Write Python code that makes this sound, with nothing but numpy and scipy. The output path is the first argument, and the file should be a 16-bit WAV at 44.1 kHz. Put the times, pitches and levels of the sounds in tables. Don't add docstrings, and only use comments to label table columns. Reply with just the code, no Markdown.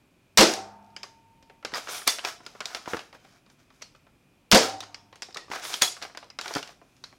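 import sys
import numpy as np
from scipy import signal
from scipy.fft import rfft, irfft, next_fast_len
from scipy.io import wavfile
from scipy.ndimage import uniform_filter1d, map_coordinates

SR = 44100
rng = np.random.default_rng(int(sys.argv[2]) if len(sys.argv) > 2 else 0)


def generate_wav(signal):
    frames = np.transpose(np.atleast_2d(signal))
    scaled = np.clip(frames, -1, 1) * 32767
    pcm = np.round(scaled).astype(np.int16)
    wavfile.write(sys.argv[1], SR, pcm)


def convert_level_to_amplitude(level_db):
    exponent = np.asarray(level_db, float) / 20
    return 10 ** exponent


N = 316638


def unit(x):
    return x / np.sqrt(np.mean(x ** 2) + 1e-20)


def along(points, hz):
    f, v = np.transpose(points)
    return np.interp(np.log(hz + 1), np.log(f + 1), v)


def peak(f, hz, width_hz):
    return 1j * f * width_hz / (hz * hz - f * f + 1j * f * width_hz + 1e-9)


def resonances(table):
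    return lambda f: sum((-1) ** k * convert_level_to_amplitude(db) * peak(f, hz, width_hz) for k, (hz, width_hz, db) in enumerate(table))


def filtered(x, response):
    m = next_fast_len(x.shape[-1] + 2048)
    return irfft(rfft(x, m) * response(np.fft.rfftfreq(m, 1 / SR)), m)[..., :x.shape[-1]]


def ringing(start_s, freqs_hz, modes, waver_db, wavers_per_s=30):
    span_s = min(1.6, max(t60 for db, t60 in modes))
    t = np.arange(round(span_s * SR)) / SR
    hum = np.zeros(len(t))
    for hz, (db, t60) in zip(freqs_hz, modes):
        waver = convert_level_to_amplitude(waver_db * map_coordinates(rng.standard_normal(60), [t * wavers_per_s], mode="wrap"))
        hum += convert_level_to_amplitude(db - 60 * t / t60) * waver * np.sin(2 * np.pi * hz * t)
    fade_out = np.clip((t[-1] - t) / t[-1] * 4, 0, 1)
    return np.pad(hum * fade_out, (round(start_s * SR), N))[:N]


# (frequency [Hz], t60 [s])
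ROOM_T60 = [(100, 0.26), (400, 0.36), (1500, 0.29), (5000, 0.36), (9000, 0.33), (15000, 0.17)]
# (frequency [Hz], t60 [s])
NEXT_ROOMS_T60 = [(100, .6), (400, .6), (900, 1.1), (1600, .9), (2800, .4), (9000, .25)]


def tails(count, span_s, late_db):
    hz, t, z = signal.stft(rng.standard_normal((count, round(span_s * SR))), SR, nperseg=256)
    fall = convert_level_to_amplitude(-60 * t / along(ROOM_T60, hz)[:, None])
    fall = fall + convert_level_to_amplitude(late_db - 60 * t / along(NEXT_ROOMS_T60, hz)[:, None])
    streaks = convert_level_to_amplitude(3 * rng.standard_normal((count, len(hz), 1)))
    tail = signal.istft(z * fall * streaks, SR, nperseg=256)[1]
    tail = tail * np.clip(np.arange(tail.shape[1]) / SR / 0.0074, 0, 1)
    return tail / np.linalg.norm(tail, axis=1, keepdims=True)


def with_room(x, room_db, late_db):
    return x + convert_level_to_amplitude(room_db) * signal.fftconvolve(x, tails(1, .4, late_db)[0])[:N]


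def rows(table, thud_db, ring_db, length_s):
    return [(s, db, thud_db, snap_db, hz, ring_db, length_s) for s, db, hz, snap_db in table]


def contacts(table, room, boost_db, jolt_db, lag_s, snap_hz):
    s, db, thud_db, snap_db, ring_hz, ring_db, length_s = np.transpose(table)[:, :, None]
    count = len(table)
    t = np.arange(2560) / SR
    length_s = np.clip(length_s, .0005, .05)
    noise = rng.standard_normal((count, len(t))) * (1 - np.exp(-t / 0.00028))
    noise[:, 16] += 4
    other_hz = ring_hz * convert_level_to_amplitude(rng.uniform(-6, 6, (count, 3)).T[:, :, None])
    dull_hz = np.clip(9000 * convert_level_to_amplitude(snap_db + 20.0), 1200, 40000)

    def snap(f):
        return -convert_level_to_amplitude(snap_db + 14.5) * peak(f, snap_hz, 1.3 * snap_hz) ** 2

    def body(f, part_db):
        walls = peak(f, 2300, 4800) ** 2 / (1 + 1j * f / dull_hz) ** 2
        thud = convert_level_to_amplitude(thud_db + 21) * peak(f, 350, 540) ** 2
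        others = sum(peak(f, hz, 0.047 * hz) for hz in other_hz)
        part = convert_level_to_amplitude(part_db) * (peak(f, ring_hz, 0.11 * ring_hz) + convert_level_to_amplitude(-10) * others)
        jolt = convert_level_to_amplitude(thud_db + 18.5 + jolt_db) * peak(f, 55, 50) ** 2
        return walls - thud + part + jolt

    snap_share = 0.49
    knock = filtered(noise * np.exp(-t / length_s), lambda f: body(f, ring_db))
    knock = knock + filtered(noise * np.exp(-t / length_s / snap_share) / np.sqrt(snap_share), snap)
    impulse = np.tile(t == 0, (count, 1)) * 1.
    tick = filtered(impulse, lambda f: body(f, ring_db - 7.5) + snap(f))
    size = convert_level_to_amplitude(db + boost_db) / np.abs(knock).max(axis=1, keepdims=True)
    echo = signal.fftconvolve(tick * size * np.sqrt(length_s * SR / 2), room, axes=1)
    out = np.zeros(N + SR)
    for start, direct, wet in zip(np.round((s[:, 0] + lag_s) * SR).astype(int), knock * size, echo):
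        out[start:start + len(direct)] += direct
        out[start:start + len(wet)] += wet
    return out[:N]


# (frequency [Hz], density [dB/Hz])
AIR_SPECTRUM = [(15, -35.5), (25, -11.5), (142, -5.5), (187, -7.5), (266, -7), (339, -12.5), (378, -9.5),
                (445, -18.5), (483, -15.5), (1880, -25.5), (2460, -21.5), (3910, -29.5), (10700, -36),
                (15200, -40), (16500, -45)]
# (frequency [Hz], level [dB])
WHINE_LINES = [(263.8, -83), (2309, -85), (2428, -77.5), (2546, -82)]


def floor():
    t = np.arange(N) / SR
    out = convert_level_to_amplitude(-63.5) * unit(filtered(rng.standard_normal(N), lambda f: convert_level_to_amplitude(along(AIR_SPECTRUM, f))))
    for hz, db in WHINE_LINES:
        drift = 0.03 * np.cumsum(rng.standard_normal(N)) / np.sqrt(100)
        out += convert_level_to_amplitude(db) * np.sin(2 * np.pi * hz * t + drift)
    return out


# (time [s], peak [dB], ring [Hz], snap [dB])
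CREAK_EVENTS = [(1.425, -45.5, 896, -15), (1.497, -44, 754, -29.5), (1.626, -46, 1385, -28),
                (2.402, -44, 710, -34), (2.55, -40, 1340, -31), (2.857, -35, 1410, -22),
                (3.127, -40, 1190, -23), (3.148, -42.5, 640, -29), (3.247, -47, 764, -27),
                (3.29, -50, 7000, 0.5), (3.31, -53, 6000, 0), (3.6, -54, 5470, -1), (3.738, -53, 6400, -1),
                (3.462, -48.5, 1218, -19), (3.499, -48, 1580, -4), (3.702, -49.5, 1220, -24),
                (3.948, -48.5, 1332, -22), (4.066, -53.5, 1410, -31), (5.126, -39.5, 1110, -25.5),
                (5.156, -37, 6000, -6), (5.285, -41.5, 790, -43), (5.481, -45.5, 1190, -35),
                (6.097, -46.5, 991, -33), (6.227, -38.5, 1000, -28), (6.242, -42, 7000, -5),
                (6.814, -46, 704, -36.5), (6.965, -49, 5010, -3), (7.125, -47, 786, -28)]


def creaks():
    return rows(CREAK_EVENTS, thud_db=-14, ring_db=8.2, length_s=0.0071)


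# (time [s], peak [dB], ring [Hz], snap [dB])
TAP_EVENTS = [(.963, -28.5, 4800, -17.5), (1.0305, -24.5, 4756, -10), (4.9435, -26, 4820, -14),
              (6.3005, -33.5, 4800, -19), (7.038, -29, 3970, -12.5), (3.8215, -29, 5650, -6.5),
              (3.839, -46, 4200, -16), (3.96, -48, 8000, 0), (.8252, -56, 5300, -4), (.8442, -51, 7500, 2),
              (.862, -55, 7500, 2), (.9021, -56, 4000, -4), (4.835, -35, 4700, -12),
              (5.755, -27.5, 3900, -7.5), (1.971, -30.5, 5500, -5), (5.2275, -24.5, 5080, -13)]


def dart_taps():
    return rows(TAP_EVENTS, thud_db=-22.5, ring_db=11.5, length_s=0.0053)


# (time [s], frequency [Hz], level [dB], t60 [s])
RATTLE_MODES = [(3.822, 3320, -60, .12), (3.822, 4120, -50, .1), (3.824, 4420, -53, .12),
                (3.821, 5696, -43, .04), (3.835, 5696, -58, .22), (3.838, 4200, -54, .05),
                (3.866, 4200, -57, .05), (3.822, 6740, -54, .06), (3.19, 3080, -72, .6),
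                (3.35, 700, -65, .12), (.9645, 2260, -46, .035), (4.822, 782, -43, .14),
                (4.945, 5120, -56, .15), (4.945, 2200, -44, .035)]


def rattles():
    return sum(ringing(s, [hz], [(db, t60)], waver_db=6.5) for s, hz, db, t60 in RATTLE_MODES)


# (full force [s], hold [s], rubbing [dB], speed [dB],
# release [s])
STROKE_EVENTS = [(0.454, 0.049, -37, -1, .12), (4.601, 0.039, -30.5, -7, 0.11),
                 (1.753, 0.022, -35, -4.5, 0.071), (1.804, 0.066, -53, 0.5, .05),
                 (1.889, 0.065, -42, 3, 0.19), (2.084, .003, -35, 2, 0.12), (2.25, 0.035, -37, -4.5, 0.1),
                 (2.435, 0.16, -62, -3, 0.14), (2.658, 0.081, -49.5, -6, .05),
                 (2.765, 0.0054, -40, -9.5, 0.015), (2.81, 0.062, -57.5, -3, .05),
                 (2.882, 0.038, -44.5, -2, 0.21), (3.146, 0.0038, -54.5, -10.5, 0.073),
                 (3.202, 0.17, -65.5, -5.5, 0.1), (3.5, .01, -68.5, 0.5, 0.097),
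                 (3.592, .02, -68.5, -4.5, 0.16), (3.725, 0.13, -71, -0.5, 0.047),
                 (5.52, 0.02, -39.5, -5.5, 0.25), (5.628, 0.1, -43.5, 3, 0.2),
                 (5.834, 0.0024, -28, -0.5, 0.064), (5.857, 0.0085, -52, 7, 0.067),
                 (5.966, 0.0092, -55.5, -8.5, 0.11), (6.026, 0.0066, -43, -6.5, 0.081),
                 (6.44, 0.1, -46.5, -1.5, .05), (6.568, .004, -37, -7, 0.065),
                 (6.625, 0.086, -58, -3, 0.061), (6.829, 0.34, -75.5, 1, 0.096)]
# (frequency [Hz], width [Hz], level [dB])
SHELL_MODES = [(435, 250, -10), (716, 99, 0), (1410, 600, -4)]
# (frequency [Hz], width [Hz], level [dB])
RAIL_MODES = [(2300, 250, 1), (3450, 480, 2.5), (5400, 2280, 1.5), (6680, 1900, 1.5)]
# (frequency [Hz], width [Hz], level [dB])
CHATTER_MODES = [(1320, 320, 0), (3000, 1200, -8.5), (5060, 1500, -4.5)]


def strokes():
    attack_s, fade_db = 0.035, 32
    hiss_lag_s = 0.017
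    slips_per_s = 900
    time_s = np.arange(N) / SR
    t = np.arange(0, N, 32) / SR
    s, hold_s, db, speed_db, release_s = np.transpose(STROKE_EVENTS)[:, :, None]
    rise = np.clip(s - t, 0, None) / attack_s
    fall = np.clip(t - s - hold_s, 0, None) / np.clip(release_s, .005, 1)
    force_db = db - fade_db * (rise + fall)

    def catch():
        return unit(uniform_filter1d(rng.standard_normal(N), 300))

    shared = catch()
    out = np.zeros(N)
    layers = [(0, resonances(SHELL_MODES), 0),
              (speed_db - 0.5, resonances(RAIL_MODES), 0),
              (2.3 * speed_db - 9, lambda f: peak(f, 9500, 5900) ** 2, hiss_lag_s)]
    for lift_db, shape, lag_s in layers:
        bursts_db = 2.4 * np.minimum(rng.exponential(size=N), 5)
        grains = rng.standard_normal(N) * convert_level_to_amplitude(0.73 * shared + 1.1 * catch() + bursts_db)
        level = convert_level_to_amplitude(force_db + lift_db).max(axis=0)
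        out += unit(filtered(grains, shape)) * np.interp(time_s - lag_s, t, level)
    slips = (rng.uniform(size=N) < slips_per_s / SR) * rng.standard_normal(N) * convert_level_to_amplitude(3.5 * catch())
    level = convert_level_to_amplitude(force_db - 5 - 0.98 * np.clip(speed_db + 4, -1, 20)).max(axis=0)
    out += unit(filtered(slips, resonances(CHATTER_MODES))) * np.interp(time_s, t, level)
    return with_room(out, room_db=-9, late_db=-20.5)


# (time [s], peak [dB], frequency [Hz], t60 [s])
THUMP_EVENTS = [(1.649, -36, 330, 0.057), (1.733, -33, 300, 0.067), (2.07, -36, 300, .03),
                (2.249, -39, 400, 0.07), (5.363, -40, 400, 0.04), (5.819, -34, 75, .06),
                (5.502, -34, 290, 0.05), (6.023, -43, 460, 0.066), (2.8775, -28, 330, 0.04),
                (2.935, -22, 350, 0.035), (2.9455, -23, 330, 0.055), (6.56, -21.5, 290, 0.035),
                (6.567, -22, 300, 0.045)]


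def thumps():
    push_s, push_db = .00018, 3
    blows, hits = np.zeros(N), np.zeros(N)
    for s, db, hz, t60 in THUMP_EVENTS:
        modes = [(db - 6.5, t60), (db - 11, 1.8 * t60)]
        blows += ringing(s - 1 / (4 * hz), [hz, 1.35 * hz], modes, waver_db=1.0)
        hits[round(s * SR)] = convert_level_to_amplitude(db + push_db)
    push = np.exp(-(np.arange(-64, 65) / SR / push_s) ** 2)
    out = filtered(blows + np.convolve(hits, push, "same"), lambda f: (1j * f / (60 + 1j * f)) ** 2)
    return with_room(out, room_db=-13.0, late_db=-33.0)


# (time [s], peak [dB], ring [Hz], snap [dB])
KNOCK_EVENTS = [(.537, -16.5, 767, -7.5), (2.184, -27, 716, -26.5), (2.703, -37, 1010, -22),
                (2.768, -35, 700, -28), (2.875, -32, 990, -40), (2.944, -29, 1450, -30),
                (4.832, -38, 780, -32), (1.882, -34.5, 620, -32), (3.811, -49, 620, -28),
                (6.033, -33, 800, -29), (6.588, -31.5, 700, -32), (5.307, -42.5, 790, -20.5),
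                (5.501, -38.5, 720, -10), (5.65, -20.5, 810, -19.5), (5.813, -22.5, 614, -13.5),
                (5.966, -35, 754, -24), (6.016, -31.5, 1100, -20.5), (6.049, -32.5, 795, -31),
                (6.148, -35.5, 765, -28), (6.507, -30, 660, -40)]


def knocks():
    return rows(KNOCK_EVENTS, thud_db=-21.5, ring_db=6.2, length_s=0.005)


# (time [s], peak [dB], ring [Hz], snap [dB])
TICK_EVENTS = [(1.959, -32, 6450, -8.5), (.536, -12, 6100, 7), (1.744, -23, 4770, -24),
               (1.8945, -24.5, 5800, -5), (1.979, -31, 3300, -10), (2.45, -46, 5000, -5),
               (5.325, -42, 4820, -13), (5.534, -31, 4056, -16), (5.731, -26, 4000, -8),
               (5.985, -44, 6500, 2), (6.023, -24, 3980, -7), (6.537, -21, 7500, 4), (6.581, -28, 3500, -8),
               (2.191, -27.5, 2860, -26), (2.655, -15.5, 3800, -2), (3.822, -31, 4150, -8.5),
               (2.565, -50, 9030, 3), (6.004, -46, 9030, 2), (6.078, -48, 9000, 4),
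               (4.804, -21, 3650, -3.5), (5.22, -21, 4770, -6.5), (5.344, -25.5, 4000, -4),
               (5.739, -14, 3200, -8), (6.411, -17.5, 6500, -3), (6.55, -18.5, 4730, -7),
               (6.627, -26, 2790, -10)]


def ticks():
    return rows(TICK_EVENTS, thud_db=-19, ring_db=14, length_s=0.0051)


# (time [s], peak [dB], ring [Hz], snap [dB])
CLICK_EVENTS = [(1.648, -17.5, 1490, -14.5), (1.719, -36, 1420, -16), (1.7365, -23, 1900, -14.5),
                (1.755, -24.5, 1200, -18.5), (1.779, -27.5, 1350, -19.5), (1.871, -32.5, 1390, -22.5),
                (2.016, -35, 1300, -21.5), (3.817, -38, 2310, -6), (4.827, -34.5, 1396, -19.5),
                (5.358, -37, 1300, -35), (5.533, -30.5, 1170, -24), (5.635, -31, 1460, -17.5),
                (6.028, -28.5, 2500, -10), (1.888, -32, 1450, -24), (2.24, -36.5, 2480, -19),
                (2.248, -16.5, 2440, -10.5), (2.463, -25, 1370, -10.5), (2.604, -20, 1500, -16),
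                (2.7468, -17.5, 1340, -9.5), (2.933, -24, 1570, -34), (2.967, -27, 1690, -18),
                (2.991, -30.5, 2700, -16), (3.004, -34.5, 1300, -18), (5.56, -31.5, 1650, -28),
                (1.038, -38, 1090, -30), (5.369, -19.5, 1329, -13), (5.514, -26.5, 1320, -23.5),
                (6.172, -26, 1530, -12.5), (6.387, -19, 1515, -15), (6.457, -27.5, 1410, -23),
                (6.478, -24, 2280, -8), (6.558, -24.5, 1450, -30), (6.566, -27.5, 1340, -34),
                (6.674, -31, 2280, -7), (6.691, -40.5, 1190, -25)]


def clacks():
    return rows(CLICK_EVENTS, thud_db=-15, ring_db=9.2, length_s=0.0059)


# (time [s], peak [dB], ring [Hz], snap [dB], length [s])
STOP_EVENTS = [(2.0703, -20.5, 2500, -18, 0.0039), (2.0725, -9, 4950, -14, 0.0042),
               (2.0757, 6.5, 5550, 9, 0.0034), (2.0784, 6.5, 3450, -3.5, 0.0019),
               (2.083, -13.5, 1220, -19, 0.0057), (2.0925, -12, 5500, 0, 0.0041),
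               (5.8165, -15, 2500, -16, 0.0027), (5.8197, 7, 6490, -1, 0.0032),
               (5.822, 5, 3800, -2, 0.0027), (5.828, -9, 1020, -13.5, 0.0049), (5.837, -10, 6000, 0, .005)]


def bolt_stops():
    return [(s, db, -22, snap_db, hz, 4.8, length_s) for s, db, hz, snap_db, length_s in STOP_EVENTS]


# (time [s], ring [dB])
SLAM_EVENTS = [
    (2.077, -29),
    (5.821, -27.5),
]
# (frequency [Hz], level [dB], t60 [s])
BOLT_MODES = [
    [(2003, -6.5, .25), (3500, 2, 0.21), (4307, 4, .1), (4700, -1, 0.18), (5152, -5.5, .18),
     (5730, -0.5, .15), (5900, -9.5, .2), (6400, 1.5, 0.14), (7530, -14, .15), (9560, -8.5, .16),
     (11470, -14.5, .15), (12500, -19, .15)],
    [(3360, -1, 0.22), (3770, -5, .2), (4000, -7, .2), (4280, -4.5, .15), (4760, -13, .25), (5700, -2, .17),
     (6750, -2, .25), (6640, -8, .25), (9050, -16, .3), (9512, -11, .16), (10000, -10, .2),
     (11340, -13, .18)],
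]


def bolt_ring():
    out = np.zeros(N)
    for (s, db), modes in zip(SLAM_EVENTS, BOLT_MODES):
        hz = [m[0] for m in modes]
        out += convert_level_to_amplitude(db) * ringing(s, hz, [m[1:] for m in modes], waver_db=7, wavers_per_s=110)
    return out


# (time [s], level [dB], t60 [s])
GUIDE_EVENTS = [
    (.537, -34.5, .8),
    (4.645, -35, 1.3),
]


def guide():
    t = np.arange(N) / SR
    held_s, held_db, grip_s = [.7, 4.795], [-6, -22], .008
    out = np.zeros(N)
    for (s, db, t60), touch_s, drop_db in zip(GUIDE_EVENTS, held_s, held_db):
        pair = ringing(s, [772, 792], [(db, t60), (db - 11, t60)], waver_db=3.0)
        out += pair * convert_level_to_amplitude(drop_db * np.clip((t - touch_s) / grip_s, 0, 1))
    return out


# (plunger stops [s], dart lands [s])
LANDINGS = [
    (.391, .4055),
    (4.53, 4.5455),
]
SPRING_MODES_HZ = [102, 203, 296, 689, 713, 772, 873, 910, 1380, 651, 1034, 1114, 1233, 1314, 1518, 1615]
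# (level [dB], t60 [s])
SPRING_MODES = [
    [(-53, 2.4), (-45, 1.7), (-42, .55), (-49, 1.6), (-50, 1.8), (-30, .4), (-46, 1.9), (-50, 5),
     (-57, 1.6), (-52, 1.8), (-46, .7), (-56, 1), (-54, 1.5), (-55, 1.1), (-58, .9), (-60, 1.5)],
    [(-47, 1.7), (-50, .9), (-36, .8), (-58, 1.2), (-50, 1.6), (-30, .3), (-56, 1.5), (-51, 2.2), (-52, .6),
     (-55, 1.3), (-50, .7), (-54, .7), (-57, 1), (-58, .8), (-56, .6), (-60, .8)],
]


def spring():
    return sum(ringing(stop_s, SPRING_MODES_HZ, modes, waver_db=1.9)
               for (stop_s, land_s), modes in zip(LANDINGS, SPRING_MODES))


BOX_MODES_HZ = [205, 328, 390, 455, 528, 640, 712, 830]
# (level [dB], t60 [s])
BOX_MODES = [
    [(-17.5, 0.24), (-21.5, 0.36), (-23.5, 0.36), (-20.5, 0.25), (-14, .2), (-21, 0.35), (-26, 0.38),
     (-26, 0.19)],
    [(-13.5, 0.2), (-24.5, 0.17), (-26, 0.13), (-19.5, 0.28), (-17.5, 0.27), (-24, 0.21), (-25, 0.24),
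     (-34.5, 0.12)],
]


def barrel_and_box():
    out = np.zeros(N)
    for (stop_s, land_s), modes in zip(LANDINGS, BOX_MODES):
        out += ringing(stop_s, BOX_MODES_HZ[:1], modes[:1], waver_db=2.0)
        out += ringing(land_s, BOX_MODES_HZ[1:], modes[1:], waver_db=3.5)
    return out


TUBE_HZ = [1330, 2180, 2570, 2830, 3310, 3710, 4540, 5280, 6250, 7080]
# (time [s], pace of the stages [ratio], strength [dB])
TRIGGER_PULLS = [
    (.374, 1.0, 0),
    (4.515, .93, 0.5),
]


def coil_clashes(count=70):
    first_db, series_t60_s, clash_t60_s, span_s = -11, .42, .016, .3
    t, out = np.arange(800) / SR, np.zeros(N + SR)
    for s, pace, gain_db in TRIGGER_PULLS:
        when, mode, size, detune = rng.uniform(size=(count, 4)).T[:, :, None]
        delay_s = .012 + span_s * when ** 1.5
        hz = np.array(TUBE_HZ)[(mode * len(TUBE_HZ)).astype(int)] * (1 + .06 * (detune - .5))
        db = first_db + gain_db - 14 * size - 60 * delay_s / series_t60_s - 60 * t / clash_t60_s
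        ring = convert_level_to_amplitude(db) * np.sin(2 * np.pi * hz * t)
        at = np.round((s + delay_s) * SR).astype(int) + np.arange(len(t))
        out += np.bincount(at.ravel(), ring.ravel(), len(out))
    return out[:N]


# (time [s], peak [dB], ring [Hz], snap [dB])
ROCK_EVENTS = [(.412, -6.5, 1970, -10), (.424, -3.5, 558, 0), (.432, -5.5, 520, -4.5),
               (.439, -11.5, 659, 8.5), (4.58, -10.5, 521, -3), (4.556, 0.5, 1700, -6),
               (4.572, -5, 560, 8.5)]


def box_rocks():
    return rows(ROCK_EVENTS, thud_db=-6, ring_db=3.1, length_s=0.0072)


# (time [s], peak [dB], ring [Hz], snap [dB])
SKID_EVENTS = [(.3835, -1.5, 2100, -12.5), (.3858, -3, 4200, -8), (.3975, -5, 4400, -8),
               (4.526, -0.5, 2006, -8.5), (4.549, -4, 4800, -8), (4.59, -10.5, 4970, -8.5)]


def plunger_skids():
    return rows(SKID_EVENTS, thud_db=-19.5, ring_db=6.6, length_s=0.0033)


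# (delay [s], peak [dB], thud [dB], snap [dB], length [s])
SHOT_STAGES = [
    (0, 9, -14, 2.5, 0.0031),
    (.0065, 1, -21.5, -14.5, .003),
    (0.0176, -5, -7, -12, .006),
    (0.034, -0.5, -2.5, -6, 0.01),
]
SHOT_STAGES_HZ = [5200, 1300, 4330, 500]


def shots():
    return [(s + pace * delay_s, db + gain_db, thud_db, snap_db, hz, 2, length_s)
            for s, pace, gain_db in TRIGGER_PULLS
            for (delay_s, db, thud_db, snap_db, length_s), hz in zip(SHOT_STAGES, SHOT_STAGES_HZ)]


# (frequency [Hz], gain [dB])
MIC_RESPONSE = [(20, -27.5), (40, -9.5), (150, -5), (1000, 7), (3000, 3), (5200, 2.5), (8000, -9),
                (16000, -17.5)]


def scene():
    fire = shots() + box_rocks() + plunger_skids()
    metal = bolt_stops()
    small = ticks() + dart_taps() + clacks() + knocks() + creaks()
    fire_room = convert_level_to_amplitude(-5.5) * tails(len(fire), span_s=.75, late_db=-21)
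    metal_room = convert_level_to_amplitude(-10) * tails(len(metal), span_s=.4, late_db=-35.5)
    small_room = convert_level_to_amplitude(-7.5) * tails(len(small), span_s=.26, late_db=-36.5)
    hits = contacts(fire, fire_room, boost_db=2.0, jolt_db=-15, lag_s=0, snap_hz=7000)
    hits += contacts(metal, metal_room, boost_db=0.5, jolt_db=-12.0, lag_s=0, snap_hz=9740)
    hits += contacts(small, small_room, boost_db=0.5, jolt_db=-15.5, lag_s=.001, snap_hz=7000)
    handling = strokes() + thumps() + rattles() + bolt_ring()
    after_shot = guide() + spring() + barrel_and_box() + coil_clashes()
    return (floor() + handling + after_shot + filtered(hits, lambda f: convert_level_to_amplitude(along(MIC_RESPONSE, f))))[None]


def roll_off(x):
    return signal.sosfilt(signal.butter(12, 16970, fs=SR, output="sos"), x)


# (frequency [Hz], gain [dB])
BAND_LIMIT = [(15850, 0), (16050, -30), (16800, -32), (17000, -90)]


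def record(dry):
    limited = dry / (1 + np.abs(dry / 0.48) ** 12) ** (1 / 12)
    mix = filtered(limited, lambda f: convert_level_to_amplitude(along(BAND_LIMIT, f)))
    return roll_off(mix)


dry = scene()
out = record(dry)
generate_wav(out)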